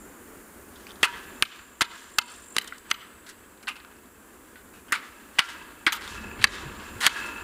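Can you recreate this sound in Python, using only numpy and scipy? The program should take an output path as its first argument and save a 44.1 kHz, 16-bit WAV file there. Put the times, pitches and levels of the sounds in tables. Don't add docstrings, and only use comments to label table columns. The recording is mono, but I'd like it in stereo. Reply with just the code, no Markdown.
import sys
import numpy as np
from scipy import signal
from scipy.fft import rfft, irfft, next_fast_len
from scipy.io import wavfile
from scipy.ndimage import uniform_filter1d, map_coordinates

SR = 44100
rng = np.random.default_rng(int(sys.argv[2]) if len(sys.argv) > 2 else 0)


def wav_out(sig):
    wavfile.write(sys.argv[1], SR, np.round(np.clip(np.atleast_2d(sig).T, -1, 1) * 32767).astype(np.int16))


def invert_db(level):
    return 10 ** (np.asarray(level, dtype=float) / 20)


N = 327663

# time_s, gain_db
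INPUT_GAIN = [(0, -0.5), (1.0, 0), (1.41, 1), (1.51, -5.5), (1.8, -7.5), (2.7, -5.5), (4.1, -6.5),
              (4.3, -4.5), (4.95, -4.5), (5.9, -3), (6.5, -3), (6.85, -1.5), (7.08, 4.5), (7.43, 0.5)]
# time_s, above_calm_db
BREEZE = [
    (0, 1),
    (1.4, 1),
    (3.4, 2),
    (5.9, 1),
    (6.13, 14),
    (6.46, 19),
    (6.85, 11),
    (7.1, 1.5),
    (7.43, 4),
]
# freq_hz, density_db_per_hz
HUM_SPECTRUM = [(65, -48), (110, -59), (127, -16), (234, -0.5), (375, -1.5), (594, -10), (677, -11.5),
                (1510, -9.5), (1810, -13.5), (2350, -17.5), (2860, -22.5), (4750, -32.5), (5500, -53),
                (7150, -56), (12100, -120)]
# freq_hz, density_db_per_hz
LEAF_SPECTRUM = [(2650, -36), (4500, -1), (5400, -1), (6200, 2.5), (7180, 7.5), (8270, 6.5), (8980, 8.5),
                 (10100, 6.5), (14700, 4.5), (15300, 9), (15900, -19), (16200, -50)]
# freq_hz, density_db_per_hz
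WIND_SPECTRUM = [(8.8, -45), (15, -10.5), (70, 4), (171, -11.5), (205, 0.5), (260, -19), (340, -14),
                 (570, -120)]
# freq_hz, likeness_0_to_1
LIKENESS = [(60, 0.96), (130, 0.23), (290, 0.85), (640, 0.91), (1410, 0.78), (3100, 0.1), (6820, 0.91),
            (15000, 1.0)]
# start_s, peak_db, pitch_hz, left_minus_right_db
PUFFS = [
    (6.104, -42, 73.6, 9),
    (6.204, -41, 217, -12),
    (6.396, -36, 105.4, -13),
    (6.653, -35, 137, -5),
    (6.954, -39, 102, -4),
]
HUM_DB, LEAVES_DB, WIND_DB = -49, -55, -59
LEAVES_PER_GAIN, WIND_PER_GAIN, HUM_PER_BREEZE = 0.74, 1, 0.43

# time_s, level_db, wing_hz
CHORUS = [(0, -56, 7270), (.25, -67, 7220), (1, -88, 7300), (1.3, -59.5, 7300), (2.55, -63.5, 7330),
          (2.7, -64, 7740), (3.1, -61.5, 7900), (3.8, -69, 7600), (5.9, -65, 7500), (6.15, -60.5, 7300),
          (6.7, -58.5, 7300), (7.43, -57, 7300)]
# time_s, level_db
NEAR_INSECT = [
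    (1.6, -90),
    (1.8, -66),
    (2.15, -56),
    (2.24, -54),
    (2.3, -52),
    (2.4, -54),
    (2.555, -51.5),
    (2.575, -90),
]
# centre_hz, width_hz, gain_db
WING_MODES = [(7330, 210, -6.5), (8050, 300, -6), (8900, 380, 0.5), (9900, 700, -2)]
STROKES_PER_S = 49.3

# delay_s, level_db, smear_s, top_hz
ECHOES = [
    (0.0274, -19.5, 0.0057, 7500),
    (0.092, -28, 0.033, 4870),
]
YARD_DB, YARD_T60_S = -23.5, 0.78

# freq_hz, density_db_per_hz
TRICKLE_SPECTRUM = [(410, -24), (700, -11), (818, -33), (934, -0.5), (1480, -3), (1670, 2.5), (1820, -4.5),
                    (2350, -10.5), (2630, -8.5), (2910, -8), (5000, -18.5), (6500, -74), (11000, -120)]
# freq_hz, density_db_per_hz
RUSTLE_SPECTRUM = [(1800, -11.5), (3000, 8.5), (4600, 2.5), (6500, 3), (9000, -2), (13000, -12),
                   (16500, -45)]
# peak_time_s, gravel_db, rustle_db, post_db
LIFTS = [(.8, -60, -62.5, -80), (1.09, -45, -53.5, -72), (1.24, -62, -72, -59), (1.47, -50.5, -56.5, -80),
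         (1.97, -49.5, -56, -74), (2.33, -53.5, -58.5, -71), (2.9, -50, -68, -63), (3.29, -59.5, -82, -81),
         (3.8, -56.5, -78, -66), (4.45, -62, -75, -83), (5.049, -51.5, -61, -58.5),
         (5.451, -42.5, -53.5, -54), (6.1, -44.5, -51.5, -44), (6.53, -40.5, -51, -53.5),
         (6.82, -45.5, -58, -50.5), (7.12, -37, -48.5, -37.5), (7.25, -51, -58, -59)]
# gravel_db, rustle_db, post_db
REST_DB = (-62.5, -83.5, -84)
RUN_RISE_DB_PER_S = 135
GRAVEL_FALL_DB_PER_S, RUSTLE_FALL_DB_PER_S, POST_FALL_DB_PER_S = 33.5, 83, 20.5
RUSTLE_LAG_S, POST_LAG_S = 0.0037, 0.049

# start_s, peak_db,
# pitch_hz, t60_s
POST_PINGS = [(1.052, -29, 957, 0.38), (1.054, -38, 1708, 0.81), (1.06, -41, 1556, 0.74),
              (1.06, -31, 2500, 0.15), (5.974, -44, 1800, .08), (5.975, -42, 2650, .08),
              (7.113, -37, 2640, 0.87), (7.161, -26.5, 1650, 0.28), (1.83, -43.5, 954, 0.49),
              (2.2, -37.5, 966, 0.35), (2.724, -27.5, 1390, 0.027), (2.7236, -31, 1970, 0.025),
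              (4.557, -44.5, 1490, 0.19), (4.941, -46, 1310, 0.93), (5.407, -30, 1380, 0.36),
              (5.929, -34.5, 932, 0.2), (5.869, -24, 323, 0.057)]
# start_s, peak_db
WIRE_PINGS = [
    (1.439, -46),
    (1.848, -55),
    (2.205, -53),
    (2.613, -47),
    (2.93, -44),
    (5.9225, -34),
]
WIRE_HZ, WIRE_T60_S = 13577, .25
SCENE_CHANGE_S = 5.972
# centre_hz, width_hz, gain_db
POST_MODES = [(925, 30, 8.5), (1190, 5.6, 16), (1390, 10, 15.5), (1620, 21, 10.5), (1714, 20, 12),
              (2625, 55, 15), (2650, 92, -2)]

# start_s, peak_db, pitch_hz
THUDS = [(1.4265, -28.5, 45), (1.815, -28, 45), (1.031, -20, 378), (1.424, -28, 152), (1.818, -22.5, 200),
         (2.187, -38, 140), (2.567, -26.5, 262), (2.913, -29.5, 280), (4.924, -27.5, 282),
         (5.393, -26.5, 110), (6.442, -26, 200), (7.066, -25.5, 251)]
SOIL_WIDTH_HZ = 223

# start_s, peak_db, stone_hz, bright_db, grind_s
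SCUFFS = [(.89, -38, 3300, -26, 0.025), (.956, -42, 4070, -14, .0018), (2.611, -33, 1920, -17, 0.043),
          (2.62, -30, 5000, 24, 0.0022), (2.643, -33, 4910, 22, 0.0024), (2.674, -27.5, 3800, 4, 0.0077),
          (2.781, -37, 5500, 24, 0.0016), (3.263, -37.5, 1510, -4.5, 0.05), (3.574, -49, 4100, -14, .005),
          (3.627, -38, 2370, -2, 0.01), (3.8, -39, 1610, -16, .001), (4.734, -43.5, 2520, -4, 0.068),
          (4.882, -41, 2960, -14, 0.021), (5.40, -28.5, 1660, -10, 0.058), (6.076, -28, 3530, -5, 0.0015),
          (6.152, -31, 4600, 9, 0.002), (6.39, -32.5, 2200, -12, 0.041), (6.52, -30, 3620, -28, 0.1),
          (7.004, -23, 3200, -5, 0.057), (7.26, -30, 9150, -3, 0.011), (7.308, -43, 2600, -17, 0.0064)]
# start_s, peak_db, stone_hz, bright_db, grind_s
SETTLES = [(.757, -42, 3720, -12, .005), (.866, -37.5, 2720, -5, 0.0083), (1.589, -35, 1510, -27, 0.0027),
           (1.952, -35, 1230, -26, 0.0053), (2.722, -38, 1620, -35, 0.024), (3.289, -32, 1760, 5.5, 0.01),
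           (3.679, -19, 2600, -10.5, 0.011), (3.755, -34, 2560, -10, 0.011), (4.556, -46, 1470, -30, 0.022),
           (4.935, -20, 2150, -11, 0.019), (5.196, -41, 1620, -26, 0.012),
           (5.388, -9.5, 2100, -9.5, 0.0075), (5.488, -30, 1660, -4, 0.015),
           (5.865, -9.5, 1950, -13.5, 0.0089), (5.9232, -17, 3030, -2.5, 0.0068),
           (6.009, -26, 1480, -11, 0.048), (7.009, -17.5, 2000, -5, 0.037), (7.164, -26.5, 1650, -9, 0.04)]
# start_s, peak_db, stone_hz, bright_db, slide_s
SLIDES = [
    (2.545, -31, 2840, -5, 0.033),
    (5.36, -37, 1570, -24, 0.027),
    (6.41, -20, 1300, -11, 0.038),
    (7.03, -11, 1510, -11, 0.043),
]
# start_s, peak_db, stone_hz, bright_db, grind_s
RAMS = [(1.031, -10.5, 1280, -29, 0.016), (1.029, -5.5, 2540, -6.5, 0.027),
        (1.4248, -11, 2440, -4.5, 0.0065), (1.809, -7, 1390, -24, 0.017), (1.808, -7, 2120, -2, 0.015),
        (2.565, -6, 2140, 0.5, 0.0012), (2.184, -1, 1404, -8.5, 0.0039), (2.5828, -9, 2600, 6, 0.0037),
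        (2.901, -23, 2600, -4, 0.01), (2.911, -7.5, 2840, -6, 0.0023), (2.913, -22, 1256, -40, 0.0074),
        (3.671, -18, 1560, -20, 0.016), (4.9212, -9, 1920, -7, 0.012), (5.3845, -8.5, 2120, -24, 0.0041),
        (5.876, -13, 1540, -24, 0.018), (5.925, -21.5, 1180, -8, 0.044), (6.415, -17, 2270, -27, 0.0046),
        (6.4415, 0, 2100, -7, 0.0049), (6.443, -23, 1080, -25, 0.0014), (7.063, -5, 2940, -3, 0.0066),
        (7.076, -15, 1500, -8, 0.0057)]
# centre_hz, width_hz, gain_db
BOARD_MODES = [(1020, 600, 8.5), (1300, 630, 13), (1650, 595, 7.5), (2100, 41, 4.5), (2600, 180, -5),
               (3200, 2340, 1), (4570, 1590, -1)]

# peak_time_s, peak_db, pitch_hz
TICKS = [(.8685, -33, 2400), (.869, -39, 4600), (3.2925, -43, 1750), (4.9125, -34, 1650),
         (5.9226, -24, 1900), (.9075, -36, 3560), (.9185, -39, 3280), (.9185, -42, 4700), (1.29, -49, 3700),
         (1.362, -45, 3560), (3.849, -36, 1420), (3.927, -55, 3800), (3.968, -52, 5000), (4.058, -52, 3800),
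         (4.558, -42, 2000), (4.562, -48, 3250), (6.0095, -33, 1400), (7.165, -37, 1650)]
# peak_time_s, peak_db, pitch_hz
STRUCK_STONES = [(1.0323, -13.5, 3300), (1.0325, -12, 2010), (1.0328, -16, 1270), (1.0335, -13.5, 2710),
                 (1.0375, -14, 1780), (1.039, -12, 2600), (1.0455, -21, 3230), (1.0427, -20, 1300),
                 (1.044, -18, 2570), (1.044, -17, 1970), (1.0485, -17, 2530), (1.0486, -21, 1540),
                 (1.057, -21, 1300), (1.0745, -24, 1520), (1.426, -17.5, 1215), (1.4275, -16, 1650),
                 (1.4297, -25, 3050), (1.4327, -26, 2380), (1.433, -30, 1400), (1.8096, -18.5, 1300),
                 (1.8101, -17.5, 2080), (1.8109, -21, 6250), (1.8183, -24, 1950), (1.8192, -20, 2550),
                 (1.8194, -18, 1470), (2.1847, -25, 1260), (2.1857, -16.5, 1646), (2.1868, -22, 1200),
                 (2.1885, -15, 2600), (2.1895, -18, 1300), (2.1903, -41, 2060), (2.1919, -20, 3000),
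                 (2.566, -20, 3800), (2.5662, -23, 2270), (2.5667, -20.5, 1140), (2.567, -24, 4550),
                 (2.5834, -17, 3960), (2.5838, -21, 4820), (2.584, -13, 3060), (2.5857, -18.5, 1970),
                 (2.912, -26, 1840), (2.9142, -18, 2985), (2.9147, -17, 6100), (2.9151, -19.5, 1410),
                 (2.9151, -20, 4920), (2.9153, -28, 4070), (2.9159, -18, 2070), (3.6815, -27, 1650),
                 (3.6827, -29, 2400), (3.6856, -32, 3200), (3.6886, -22, 2630), (3.6936, -31, 2600),
                 (3.7002, -32, 2530), (3.712, -39, 1090), (3.718, -37, 2720),
                 (4.9226, -16, 1720), (4.922, -24, 5230), (4.9255, -27, 2540), (4.9266, -17.5, 1200),
               (4.9273, -24, 3640), (4.9277, -18, 2020), (4.9288, -19.5, 2650), (4.932, -14, 1534),
               (4.9327, -25, 2200), (4.9424, -20, 1510), (5.3892, -18, 2600), (5.3888, -14, 2020),
               (5.3925, -25, 3420), (5.3928, -31, 4530), (5.3927, -8, 2834), (5.3935, -24, 2120),
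               (5.3939, -22, 4830), (5.3983, -25, 1490), (5.8658, -28, 2600), (5.866, -19, 3880),
               (5.8667, -12, 2190), (5.8682, -14.5, 3300), (5.8682, -18, 1640), (5.8716, -20, 2300),
               (5.8767, -25, 1610), (5.8805, -12, 1560), (5.885, -30, 1650), (5.923, -28, 3990),
               (5.923, -24, 6430), (5.9232, -33, 3030), (5.9234, -25, 2400), (5.928, -29, 1300),
               (5.9285, -22, 3440), (5.933, -36, 1050), (5.94, -35, 1290), (5.9456, -27, 1400),
               (6.4427, -13.5, 3800), (6.4423, -6, 1824), (6.4428, -11, 2620), (6.442, -25, 1430),
               (6.4428, -22, 3340), (6.4442, -10, 4600), (6.4436, -14.5, 6000), (6.4458, -15, 1740),
               (6.447, -20, 2650), (7.0525, -18, 1440), (7.0555, -25, 1800), (7.0584, -24, 1850),
               (7.0667, -33, 1540), (7.0656, -24, 1110), (7.0656, -10, 2270), (7.0656, -11, 4600),
               (7.0666, -13, 3340), (7.0673, -18, 3700), (7.0692, -15.5, 1600), (7.07, -25, 2000),
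               (7.0793, -24, 1480)]
# peak_time_s, peak_db, centre_hz
CRACKS = [(1.4242, -7, 4400), (1.4245, -7.5, 9870), (1.8189, -3, 4030), (2.1866, -2, 4390),
          (2.1869, -13, 2560), (2.1866, -13, 8900), (2.1866, -16, 13300), (2.5655, -11.5, 2840),
          (2.5834, -8, 2870), (2.9147, -11, 3420), (5.3883, -15, 2300), (5.3883, -19, 4600),
          (5.3883, -23, 10500), (5.3932, -17, 5000), (6.4414, -11, 10500), (7.0658, -18, 8650)]
# peak_time_s, peak_db, centre_hz
BREAKS = [
    (1.4247, -1, 2820),
    (7.0659, -2, 3130),
]
# start_s, peak_db, pitch_hz, bright_db
SNAPS = [(1.03, -7.5, 2600, 0.5), (1.4232, -15, 2620, 4), (1.8102, -7.5, 1660, -26), (1.8189, -6, 3080, -5),
         (2.188, -9, 2940, 5), (2.5656, -7, 2480, -24), (2.5835, -8, 3020, -11), (2.9147, -20, 2100, -42),
         (3.849, -34, 1890, -22), (4.9238, -11.5, 2520, 23), (5.3923, -1, 2770, -36),
         (5.8654, -9, 1980, -33), (5.9223, -21, 3200, -8), (6.427, -19, 2600, -9), (6.4412, 0.5, 2600, -34),
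         (7.0659, -6.5, 2550, 27)]
STONE_RISE_S, TICK_RISE_S, CRACK_RISE_S, BREAK_RISE_S = 0.00111, 0.0006, 0.00013, 0.00024
SMALL_STONE_HZ, SIZE_LAW = 2200, .7
RAM_DB, SNAP_DB = -5.5, -1

DULL_MOMENTS = [
    1.44,
    1.835,
    2.205,
    2.93,
    5.94,
    6.46,
]
DULL_LENGTH_S, DULL_ABOVE_HZ = .06, 14600


def rms_one(x):
    return x / np.sqrt(np.mean(x ** 2) + 1e-20)


def in_time(rows):
    time_s, *columns = np.transpose(rows)
    return [np.interp(np.arange(N) / SR, time_s, column) for column in columns]


def drift(rate_hz):
    coarse = np.arange(0, N + 64, 64)
    wander = map_coordinates(rng.standard_normal(4000), [coarse / SR * rate_hz * 2], order=3)
    return np.interp(np.arange(N), coarse, wander)


def resonance(x, hz, width_hz):
    r = np.exp(-np.pi * width_hz / SR)
    poles = [1, -2 * r * np.cos(2 * np.pi * hz / SR), r * r]
    return signal.lfilter([(1 - r * r) / 2, 0, (r * r - 1) / 2], poles, x)


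def body(x, modes, width_scale=1):
    out = 0
    for k, (hz, width_hz, gain_db) in enumerate(modes):
        out = out + (-1) ** k * invert_db(gain_db) * resonance(x, hz, width_scale * width_hz)
    return out


def band(x, low_hz, high_hz):
    return signal.sosfilt(signal.butter(2, [low_hz, high_hz], "band", fs=SR, output="sos"), x)


def grit(shape, spread_db):
    contact_db = spread_db * np.minimum(rng.exponential(1, shape), 6)
    return rng.standard_normal(shape) * invert_db(contact_db)


def coloured(source, spectrum, alike_scale):
    size = next_fast_len(N, real=True)
    log_hz = np.log(np.fft.rfftfreq(size, 1 / SR) + 1)

    def read(table):
        hz, value = np.transpose(table)
        return np.interp(log_hz, np.log(hz), value)

    alike = np.clip(1 - alike_scale * (1 - read(LIKENESS)), 0, 1)
    mid, side = rfft(source, size) * invert_db(read(spectrum))
    stereo = np.sqrt(1 + alike) * mid + np.sqrt(1 - alike) * side * [[1], [-1]]
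    return rms_one(irfft(stereo, size)[:, :N])


def add(out, start_s, sound, peak_db):
    i = round(start_s * SR)
    out[i:i + len(sound)] += (invert_db(peak_db) * sound / np.abs(sound).max())[:N - i]


def distant_hum(gain_db, breeze_db):
    level_db = HUM_DB + gain_db + HUM_PER_BREEZE * breeze_db + drift(9.1)
    return invert_db(level_db) * coloured(rng.standard_normal((2, N)), HUM_SPECTRUM, alike_scale=0.71)


def leaves(gain_db):
    level_db = LEAVES_DB + LEAVES_PER_GAIN * gain_db + 0.3 * drift(3.5)
    return invert_db(level_db) * coloured(rng.standard_normal((2, N)), LEAF_SPECTRUM, alike_scale=1.0)


def puffs():
    out, t = np.zeros((2, N)), np.arange(4096) / SR
    for start_s, peak_db, hz, pan_db in PUFFS:
        lump = np.sin(2 * np.pi * hz * t) * t * invert_db(-60 * t / 0.07)
        add(out[0], start_s, lump, peak_db + pan_db / 2)
        add(out[1], start_s, lump, peak_db - pan_db / 2)
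    return out


def port_wind(gain_db, breeze_db):
    lumps_db = 3 * np.array([drift(11), drift(18)])
    gusts = invert_db(WIND_DB + WIND_PER_GAIN * gain_db + breeze_db + lumps_db)
    return gusts * coloured(rng.standard_normal((2, N)), WIND_SPECTRUM, alike_scale=0.93) + puffs()


def grasshoppers():
    level_db, wing_hz = in_time(CHORUS)
    low_pass = signal.butter(2, 260, fs=SR, output="sos")
    blur = signal.sosfilt(low_pass, rng.standard_normal((2, N)))
    carrier = np.exp(2j * np.pi * np.cumsum(wing_hz) / SR)
    chorus = rms_one(np.real((blur[0] + 1j * blur[1]) * carrier))
    cycles = STROKES_PER_S * np.arange(N) / SR + 0.52
    stroke = (0.57 + 0.42 * np.cos(2 * np.pi * cycles)) ** 0.87
    uneven_db = 1.6 * rms_one(uniform_filter1d(blur[0], size=900))
    rasp = band(rng.standard_normal(N) * stroke, 5500, 7400)
    solo = invert_db(uneven_db) * rms_one(body(rasp, WING_MODES))
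    return invert_db(level_db) * chorus + invert_db(in_time(NEAR_INSECT)[0]) * solo


def yard(x):
    t = np.arange(40000) / SR
    noise = rng.standard_normal((3, 40000))
    noise = noise[2] + .5 * noise[:2]
    scatter = band(noise, 330, 3260) * np.minimum(t / 0.021, 1) * invert_db(-60 * t / YARD_T60_S) / 30
    path = invert_db(YARD_DB) * scatter
    for delay_s, level_db, smear_s, top_hz in ECHOES:
        late = (t - delay_s) / smear_s
        tail = (late > 0) * np.exp(-np.abs(late)) / np.sqrt(smear_s * SR / 2)
        path += invert_db(level_db) * band(noise, 270, top_hz) * tail
    return signal.oaconvolve(x[None], path, axes=1)[:, :N]


def run_back(peaks_db, rest_db, fall_db_per_s, lag_s):
    since_s = np.arange(0, N / SR + .01, .01) - np.array(LIFTS)[:, :1] - lag_s
    loss_db = np.where(since_s < 0, -RUN_RISE_DB_PER_S * since_s, fall_db_per_s * since_s)
    swell_db = peaks_db[:, None] - loss_db
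    total_db = 10 * np.log10(invert_db(2 * swell_db).sum(axis=0) + invert_db(2 * rest_db))
    return np.interp(np.arange(N) / SR, np.arange(len(total_db)) / 100, total_db)


def trickle(lift_db):
    level_db = run_back(lift_db, REST_DB[0], GRAVEL_FALL_DB_PER_S, 0) + 1.6 * drift(45)
    return invert_db(level_db) * coloured(grit((2, N), spread_db=2.2), TRICKLE_SPECTRUM, alike_scale=0.44)


def rustle(lift_db):
    level_db = run_back(lift_db, REST_DB[1], RUSTLE_FALL_DB_PER_S, RUSTLE_LAG_S)
    level_db = level_db + 5.5 + 1.8 * drift(30)
    return invert_db(level_db) * coloured(grit((2, N), spread_db=3.5), RUSTLE_SPECTRUM, alike_scale=0.61)


def fence():
    out, t = np.zeros(N), np.arange(20000) / SR
    wire = [(start_s, peak_db, WIRE_HZ, WIRE_T60_S) for start_s, peak_db in WIRE_PINGS]
    for start_s, peak_db, hz, t60_s in POST_PINGS + wire:
        pair = np.sin(2 * np.pi * hz * t) + 0.33 * np.sin(2 * np.pi * (hz + 23) * t)
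        pair = pair * ((start_s > SCENE_CHANGE_S) | (start_s + t < SCENE_CHANGE_S))
        add(out, start_s, pair * np.minimum(t / 0.0003, 1) * invert_db(-60 * t / t60_s), peak_db)
    return out


def post(blows, lift_db):
    level_db = run_back(lift_db, REST_DB[2], POST_FALL_DB_PER_S, POST_LAG_S) + 2.2 * drift(80)
    rubbed = rms_one(body(grit(N, spread_db=6.0), POST_MODES, width_scale=1.2))
    struck = body(blows, POST_MODES, width_scale=.8)
    return invert_db(-26) * struck + invert_db(level_db) * rubbed


def thuds():
    out, t = np.zeros(N), np.arange(4096) / SR
    for start_s, peak_db, hz in THUDS:
        add(out, start_s, resonance(t * np.exp(-t / 0.0001), hz, SOIL_WIDTH_HZ), peak_db)
    return out


def stones(table, rise_s, size_law):
    out, t = np.zeros(N), np.arange(1024) / SR
    for peak_time_s, peak_db, hz in table:
        swell_s = rise_s * min(SMALL_STONE_HZ / hz, 1) ** size_law
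        ring = np.sin(2 * np.pi * hz * t) * t * np.exp(-t / swell_s)
        add(out, peak_time_s - swell_s, ring, peak_db)
    return out


def snaps():
    out, t = np.zeros(N), np.arange(2048) / SR
    kicks = rng.standard_normal((len(SNAPS), 2048))
    for (start_s, peak_db, hz, bright_db), kick in zip(SNAPS, kicks):
        click = (t == 0) + .08 * kick * invert_db(-60 * t / .003)
        stone = resonance(resonance(click, hz, 1400), hz * 1.1, 3600)
        spit = band(kick * invert_db(-60 * t / 0.0081), 5300, 12000)
        snap = stone / np.abs(stone).max() + invert_db(bright_db) * spit / np.abs(spit).max()
        add(out, start_s, snap, peak_db)
    return out


def crunches(table, trend_db, stop_s, stop_per_length):
    out, t = np.zeros(N), np.arange(8192) / SR
    all_slips = grit((len(table), 8192), spread_db=3.5)
    for (start_s, peak_db, hz, bright_db, grind_s), slips in zip(table, all_slips):
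        t60_s = stop_s + stop_per_length * grind_s
        after = np.maximum(t - grind_s, 0) / max(t60_s, .004)
        trend = invert_db(trend_db * np.minimum(t / max(grind_s, .001), 1))
        load = np.minimum(t / 0.00079, 1) * trend
        low = slips * load * invert_db(-60 * after)
        high = slips * load * invert_db(-90 * after)
        ring = invert_db(-9.0) * body(low, BOARD_MODES) + resonance(low, hz, 0.17 * hz)
        hiss = invert_db(bright_db - 9.0) * band(high, 4200, 10050)
        add(out, start_s, band(ring, 746, 12200) + hiss, peak_db)
    return out


def board_blows():
    out = invert_db(RAM_DB) * crunches(RAMS, trend_db=-2.0, stop_s=0.018, stop_per_length=1.16)
    out += crunches(SETTLES, trend_db=-2.0, stop_s=0.011, stop_per_length=8.6)
    out += crunches(SCUFFS, trend_db=-6.0, stop_s=0.019, stop_per_length=1.4)
    out += crunches(SLIDES, trend_db=10.0, stop_s=0.035, stop_per_length=0)
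    out += invert_db(SNAP_DB) * snaps() + thuds()
    out += stones(STRUCK_STONES, STONE_RISE_S, SIZE_LAW)
    out += stones(TICKS, TICK_RISE_S, SIZE_LAW)
    out += stones(CRACKS, CRACK_RISE_S, 0)
    out += stones(BREAKS, BREAK_RISE_S, 0)
    return out


def scene():
    (gain_db,), (breeze_db,) = in_time(INPUT_GAIN), in_time(BREEZE)
    air = distant_hum(gain_db, breeze_db) + leaves(gain_db) + port_wind(gain_db, breeze_db)
    _, gravel_db, soil_db, tube_db = np.transpose(LIFTS)
    gravel = trickle(gravel_db) + rustle(soil_db)
    blows = board_blows()
    near = blows + post(blows, tube_db) + fence() + grasshoppers()
    skew = invert_db(-23.0) * np.roll(blows, round(0.00018 * SR))
    return near + skew * [[1], [-1]] + yard(blows) + gravel + air


def top_cut(x):
    return signal.sosfilt(signal.butter(12, 16700, fs=SR, output="sos"), x)


def record(dry):
    release_db = 60 * np.arange(N) / SR
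    over_db = np.maximum(20 * np.log10(np.abs(dry).max(axis=0) + 1e-9) + 9, 0)
    held_db = np.maximum.accumulate(over_db + release_db) - release_db
    duck_db = np.roll(held_db, round(0.017 * SR))
    ridden = dry * invert_db(-.6 * uniform_filter1d(duck_db, size=200))
    low_pass = signal.butter(10, 16000, fs=SR, output="sos")
    smooth = signal.sosfilt(low_pass, np.clip(ridden, -.86, .86))
    since_s = np.arange(N) / SR - np.array(DULL_MOMENTS)[:, None]
    dull = ((since_s > 0) & (since_s < DULL_LENGTH_S)).any(axis=0)
    dull = uniform_filter1d(1. * dull, size=400)
    high_pass = signal.butter(10, DULL_ABOVE_HZ, "high", fs=SR, output="sos")
    mix = smooth - dull * signal.sosfiltfilt(high_pass, smooth)
    return top_cut(mix)


dry = scene()
out = record(dry)
wav_out(out)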